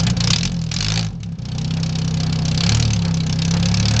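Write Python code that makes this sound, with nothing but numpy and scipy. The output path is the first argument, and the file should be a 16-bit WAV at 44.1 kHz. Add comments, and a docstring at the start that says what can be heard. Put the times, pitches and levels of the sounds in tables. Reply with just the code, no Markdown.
"""A low, throbbing drone and a rasping open exhaust, heard inside a four-cylinder derby car's bare cabin.
The throttle is blipped twice; the engine sinks to a low idle, then pulls steadily with one small push.
Each firing excites the resonances of pipe, cabin and panels and releases a turbulent puff of gas;
one cylinder spits more weakly. The chassis rumbles throughout, and later loose steel rattles over bumps."""
import sys
import numpy as np
from scipy import signal
from scipy.fft import rfft, irfft
from scipy.io import wavfile

SR = 44100
rng = np.random.default_rng(int(sys.argv[2]) if len(sys.argv) > 2 else 0)


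def dump(signal):
    """Clip the signal to [-1, 1] and save it as 16-bit WAV at the path in sys.argv[1]."""
    limited = np.clip(np.atleast_2d(signal).T, -1, 1)
    pcm = np.round(limited * 32767).astype(np.int16)
    wavfile.write(sys.argv[1], SR, pcm)


N = 176400

# Engine speed. Each row: time in seconds, firings per second.
FIRING_RATE = [(0.0, 30.07), (0.108, 29.84), (0.19, 28.07), (0.273, 29.86), (0.379, 41.19), (0.47, 46.89),
               (0.568, 41.02), (0.733, 39.21), (0.805, 50.26), (0.984, 56.65), (1.039, 54.58),
               (1.204, 35.85), (1.382, 29.93), (1.733, 32.47), (2.565, 32.02), (2.78, 39.02),
               (3.013, 33.62), (3.28, 31.87), (4.0, 37.02)]
# Cylinders in firing order. Each row: rasp level in dB, thump level in dB.
CYLINDER_LEVELS = [(5.66, 0.04), (2, 0.06), (6.8, 0.1), (6.5, -0.05)]
# Misfires and hard firings. Each row: time in seconds, dB added to the rasp, dB added to the thump.
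UNEVEN_FIRINGS = [(.137, -25.5, -5.5), (.306, 11.5, 1.5), (.335, 4.5, -3.5), (.385, -1.5, -1),
                  (.455, 3, 3.5), (1.178, -14, -4.5), (1.235, 16, -1), (1.358, -10.5, -7.5),
                  (2.485, 3, -0.5), (2.607, 1.5, -5.5), (2.936, 7.5, -4), (3.299, 1, 1.5), (3.422, 3, -0.5),
                  (3.659, 2, -1), (3.744, 0, -1)]
# Response of pipe and cabin to a thump. Each row: frequency in Hz, gain in dB.
BOOM_RESPONSE = [(18, -44), (33, -19), (52, -2), (65, -6.5), (76, -0.5), (92, -7.5), (111, 7), (131, -1.5),
                 (150, -4), (166, 7.5), (180, 1.5), (194, -19.5), (222, -8.5), (242, -18.5), (258, -13),
                 (300, -31.5), (450, -25.5), (700, -36.5), (1200, -76.5)]
# Noise spectra. Each row: frequency in Hz, relative spectral density in dB.
RASP_SPECTRUM = [(200, -27), (600, -18), (1100, -9), (1900, -10.5), (2500, -1.5), (3200, -3.5),
                 (4200, -1.5), (5300, -4), (6300, -5.5), (7200, -8), (7900, -18.5), (8400, -27),
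                 (9000, -41.5)]
ROAR_SPECTRUM = [(25, -9), (100, -9.5), (240, 3.5), (320, -1), (400, 0), (450, 1), (490, -1.5), (535, 7.5),
                 (600, -10), (720, 0.5), (910, -6), (1000, -5), (1300, -10), (2000, -19), (3000, -12.5),
                 (6000, -18.5), (9000, -46.5)]
BARK_SPECTRUM = [(300, -38.5), (700, 6), (1000, -8), (1300, 0.5), (1700, 4.5), (1980, -3.5), (2200, 1.5),
                 (2800, -3.5), (4500, -29), (9000, -57)]
RUMBLE_SPECTRUM = [(12, -13.5), (25, 0.5), (50, -5), (90, -0.5), (200, 3.5), (270, -11.5), (400, -28.5),
                   (900, -62)]
RATTLE_SPECTRUM = [(150, -20.5), (330, -2), (430, 0), (620, -6), (800, -0.5), (1100, -7.5), (1800, -8),
                   (4000, -27), (9000, -64)]
# Level envelopes; the rasp follows the throttle. Each row: time in seconds, level in dB.
BOOM_ENVELOPE = [(0, -17), (.12, -13.5), (.2, -18.5), (.32, -15.5), (.38, -23), (.5, -20.5), (.7, -26),
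                 (.8, -21.5), (.98, -26), (1.05, -27.5), (1.12, -27), (1.38, -25.5), (1.57, -19.5),
                 (1.9, -19.5), (2.55, -16), (2.72, -16), (3, -18), (3.28, -18.5), (3.58, -17), (4, -16.5)]
RASP_ENVELOPE = [(0, -24.5), (.17, -27), (.27, -23), (.34, -22.5), (.41, -24.5), (.46, -27), (.51, -37.5),
                 (.68, -39.5), (.73, -26), (.84, -22), (.99, -23.5), (1.06, -35.5), (1.12, -55),
                 (1.38, -51.5), (1.46, -39.5), (1.6, -34.5), (1.95, -32.5), (2.42, -32.5), (2.68, -21),
                 (2.8, -23.5), (2.95, -31.5), (3.25, -33), (3.65, -26.5), (4, -25)]
ROAR_ENVELOPE = [(0, -33.5), (.15, -38), (.27, -34), (.31, -34), (.37, -40), (.5, -42), (.69, -46),
                 (.8, -44), (.98, -33), (1.08, -44.5), (1.2, -52), (1.38, -50.5), (1.55, -41.5), (1.9, -39),
                 (2.5, -36), (2.72, -33), (2.95, -35.5), (3.25, -40.5), (3.6, -35), (4, -34.5)]
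BARK_ENVELOPE = [(0.0, -43), (0.05, -32), (0.08, -25), (0.12, -36.5), (0.3, -32), (0.7, -57), (0.72, -38.5),
                 (1.01, -30.5), (1.12, -59), (1.6, -47), (2.57, -39), (2.67, -28), (2.96, -45), (4.0, -30)]
# Modes of the bare body panels. Each row: frequency in Hz, bandwidth in Hz, level in dB.
PANEL_MODES = [(453, 9.3, -3.5), (532.6, 50, -3.5), (791, 34, 2.5), (911, 7.3, -8), (1280, 37, -5.5),
               (1625, 140, -1)]
# Rattles over bumps. Each row: time of the peak in seconds, length in seconds, level in dB.
BUMPS = [(1.785, 0.057, -39.5), (2.267, 0.09, -39.5), (3.074, 0.086, -34.5), (3.558, 0.055, -30.5)]


def amp(db):
    """Decibels to amplitude ratio."""
    return 10 ** (np.asarray(db) / 20)


def unit(x):
    """Normalisation to rms 1."""
    return x / np.sqrt(np.mean(x ** 2) + 1e-20)


def curve(points):
    """Linear interpolation of (seconds, value) points."""
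    return np.interp(np.arange(N) / SR, *np.transpose(points))


def colour(x, points, size=16384):
    """Minimum-phase filtering by a (Hz, dB) response, normalised to rms 1."""
    hz, db = np.transpose(points)
    log_hz = np.log(abs(np.fft.fftfreq(size, 1 / SR)) + 1)
    log_gain = np.log(amp(np.interp(log_hz, np.log(hz), db)))
    response = np.exp(np.conj(signal.hilbert(log_gain)))
    taps = np.fft.ifft(response).real[:size // 2]
    return unit(signal.fftconvolve(x, taps)[:N])


def flutter(hz):
    """Random modulation of rms 1, band-limited to hz."""
    passband = np.fft.rfftfreq(N, 1 / SR) < hz
    return unit(irfft(rfft(rng.standard_normal(N)) * passband, N))


def resonate(x, hz, width_hz):
    """Swept resonance whose centre follows the curve hz."""
    carrier = np.exp(2j * np.pi * np.cumsum(hz) / SR)
    r = np.exp(-np.pi * width_hz / SR)
    return (carrier * signal.lfilter([(1 - r) ** 2], [1, -2 * r, r * r], x / carrier)).real


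def firings():
    """Quasi-periodic combustion: the rate integrates to a phase, and each whole number is a firing."""
    phase = np.cumsum(curve(FIRING_RATE)) / SR
    number = np.arange(int(phase[-1]) + 1)
    chance = rng.standard_normal((len(number), 3))
    onsets = number + 0.018 * chance[:, 0]  # in firing intervals
    times = np.interp(number, phase, np.arange(N) / SR)
    scatter_db = chance[:, 1:] * [1.4, 0.64]  # rasp, thump
    db = np.array(CYLINDER_LEVELS)[number % len(CYLINDER_LEVELS)] + scatter_db
    for time, rasp_db, thump_db in UNEVEN_FIRINGS:
        db[np.argmin(abs(times - time))] += rasp_db, thump_db
    return phase, onsets, times, amp(db[:, 0]), amp(db[:, 1])


def thumps(times, strength, lead_s=0.003, jitter_s=0.0001):
    """Structure-borne sound: one impulse per firing travels through the body ahead of the hiss."""
    arrivals = times - lead_s + jitter_s * rng.standard_normal(len(times))
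    samples = np.round(np.maximum(arrivals, 0) * SR).astype(int)
    return np.bincount(samples, strength, N)[:N]


def boom(pulses, mode_hz=128, width_hz=33.7):
    """Forced resonance: low modes of pipe and cabin spread the pulses into a drone."""
    mode = signal.lfilter(*signal.iirpeak(mode_hz, mode_hz / width_hz, SR), pulses)
    delayed = pulses - 2 * mode  # all-pass: a cabin mode holds back part of each thump
    return colour(delayed, BOOM_RESPONSE) * amp(curve(BOOM_ENVELOPE))


def puffs(phase, onsets, strength, decay):
    """Blowdown: each exhaust valve opens, the pressure falls exponentially, a weaker flow trails off."""
    lead, rise, tail_decay = 0.094, 0.18, 0.77  # in firing intervals, as is decay
    power = np.zeros(N)
    for start, size in zip(onsets - lead, strength):
        a, b = np.searchsorted(phase, [start, start + 2])
        age = phase[a:b] - start
        since_open = np.maximum(age - rise, 0)
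        opening = np.sin(np.pi / 2 * np.minimum(age / rise, 1)) ** 4
        tail = amp(-22.5) ** 2 * np.exp(-2 * since_open / tail_decay)
        power[a:b] += size ** 2 * opening * (np.exp(-2 * since_open / decay) + tail)
    return unit(np.sqrt(power))


def rasp(flow, phase, grain_db=1.17, whistle_hz=6035):
    """Jet noise: each puff leaves as grainy hiss, with a whistle that falls as the pressure drops."""
    hiss = rng.standard_normal(N) * flow * amp(grain_db * flutter(hz=684))
    number = phase.astype(int)
    detune = 0.16 * rng.standard_normal(number[-1] + 1)[number]
    hz = whistle_hz * np.exp(detune - 1.85 * (phase % 1))  # the fall restarts at each firing
    whistle = unit(resonate(rng.standard_normal(N), hz, width_hz=1080)) * flow ** 0.9
    jet = unit(colour(hiss, RASP_SPECTRUM) + colour(whistle, RASP_SPECTRUM))
    return jet * amp(curve(RASP_ENVELOPE))


def roar(flow, pulses, steady=3.4):
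    """Modal excitation: turbulence and machinery noise throb; gas and thumps ring the damped panels."""
    noise = colour(rng.standard_normal(N) * (steady + flow), ROAR_SPECTRUM)
    t = np.arange(SR // 5) / SR
    ring = sum(amp(db) * np.exp(-np.pi * width * t) * np.cos(2 * np.pi * hz * t)
               for hz, width, db in PANEL_MODES)
    stirred = unit(signal.fftconvolve(rng.standard_normal(N) * flow, ring)[:N])
    struck = unit(signal.fftconvolve(pulses, ring)[:N])
    return (amp(-0.5) * noise + amp(-9) * stirred + amp(-9.5) * struck) * amp(curve(ROAR_ENVELOPE))


def bark(flow, steady=0.39, gain_db=-5):
    """Amplitude modulation: the flow shapes midrange noise into the lower, longer body of each puff."""
    gas = rng.standard_normal(N) * (steady + flow)
    return colour(gas, BARK_SPECTRUM) * amp(gain_db + curve(BARK_ENVELOPE))


def cabin(x, t60_s=0.063, gap_s=0.002, reflected_db=-9.5):
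    """Reverberation: short, dense reflections from bare steel follow the direct sound."""
    t = np.arange(SR // 5) / SR
    taps = rng.standard_normal(len(t)) * amp(-60 * t / t60_s) * (t > gap_s)
    return x + amp(reflected_db) * signal.fftconvolve(x, taps / np.linalg.norm(taps))[:N]


def rumble(below_boom_db=15.5):
    """Random vibration: the chassis rolls over gravel, at a level that follows the boom."""
    return colour(rng.standard_normal(N), RUMBLE_SPECTRUM) * amp(curve(BOOM_ENVELOPE) - below_boom_db)


def rattles(grain_db=1):
    """Contact noise: loose steel shakes at each bump, in a grainy burst with a Gaussian envelope."""
    t = np.arange(N) / SR
    shake = sum(amp(db) * np.exp(-((t - peak) / length * 2) ** 2) for peak, length, db in BUMPS)
    chatter = rng.standard_normal(N) * amp(grain_db * flutter(hz=180))
    return shake * colour(chatter, RATTLE_SPECTRUM)


def scene():
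    """Superposition: boom, rasp, roar and bark share the same firings, over the noise of the chassis."""
    phase, onsets, times, rasp_gain, thump_gain = firings()
    pulses = thumps(times, thump_gain)
    # The body of a puff varies by a further 1.5 dB, independently of its hiss.
    bark_gain = np.sqrt(rasp_gain) * amp(1.5 * rng.standard_normal(len(rasp_gain)))
    rasp_flow = puffs(phase, onsets, rasp_gain, decay=0.12)
    roar_flow = puffs(phase, onsets, thump_gain, decay=0.31)
    bark_flow = puffs(phase, onsets, bark_gain, decay=0.43)
    body = boom(pulses) + roar(roar_flow, pulses) + rattles() + rumble()
    exhaust = cabin(rasp(rasp_flow, phase) + bark(bark_flow))
    return (body + exhaust)[None]


def record(dry):
    """Soft saturation rounds the loudest peaks; a low-pass filter then limits the bandwidth."""
    ceiling, cutoff_hz = 0.83, 9000
    rounded = dry / (1 + (dry / ceiling) ** 4) ** (1 / 4)
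    lowpass = signal.firwin(401, cutoff_hz, window=("kaiser", 9), fs=SR)
    return signal.oaconvolve(rounded, lowpass[None], "same")


dry = scene()
out = record(dry)
dump(out)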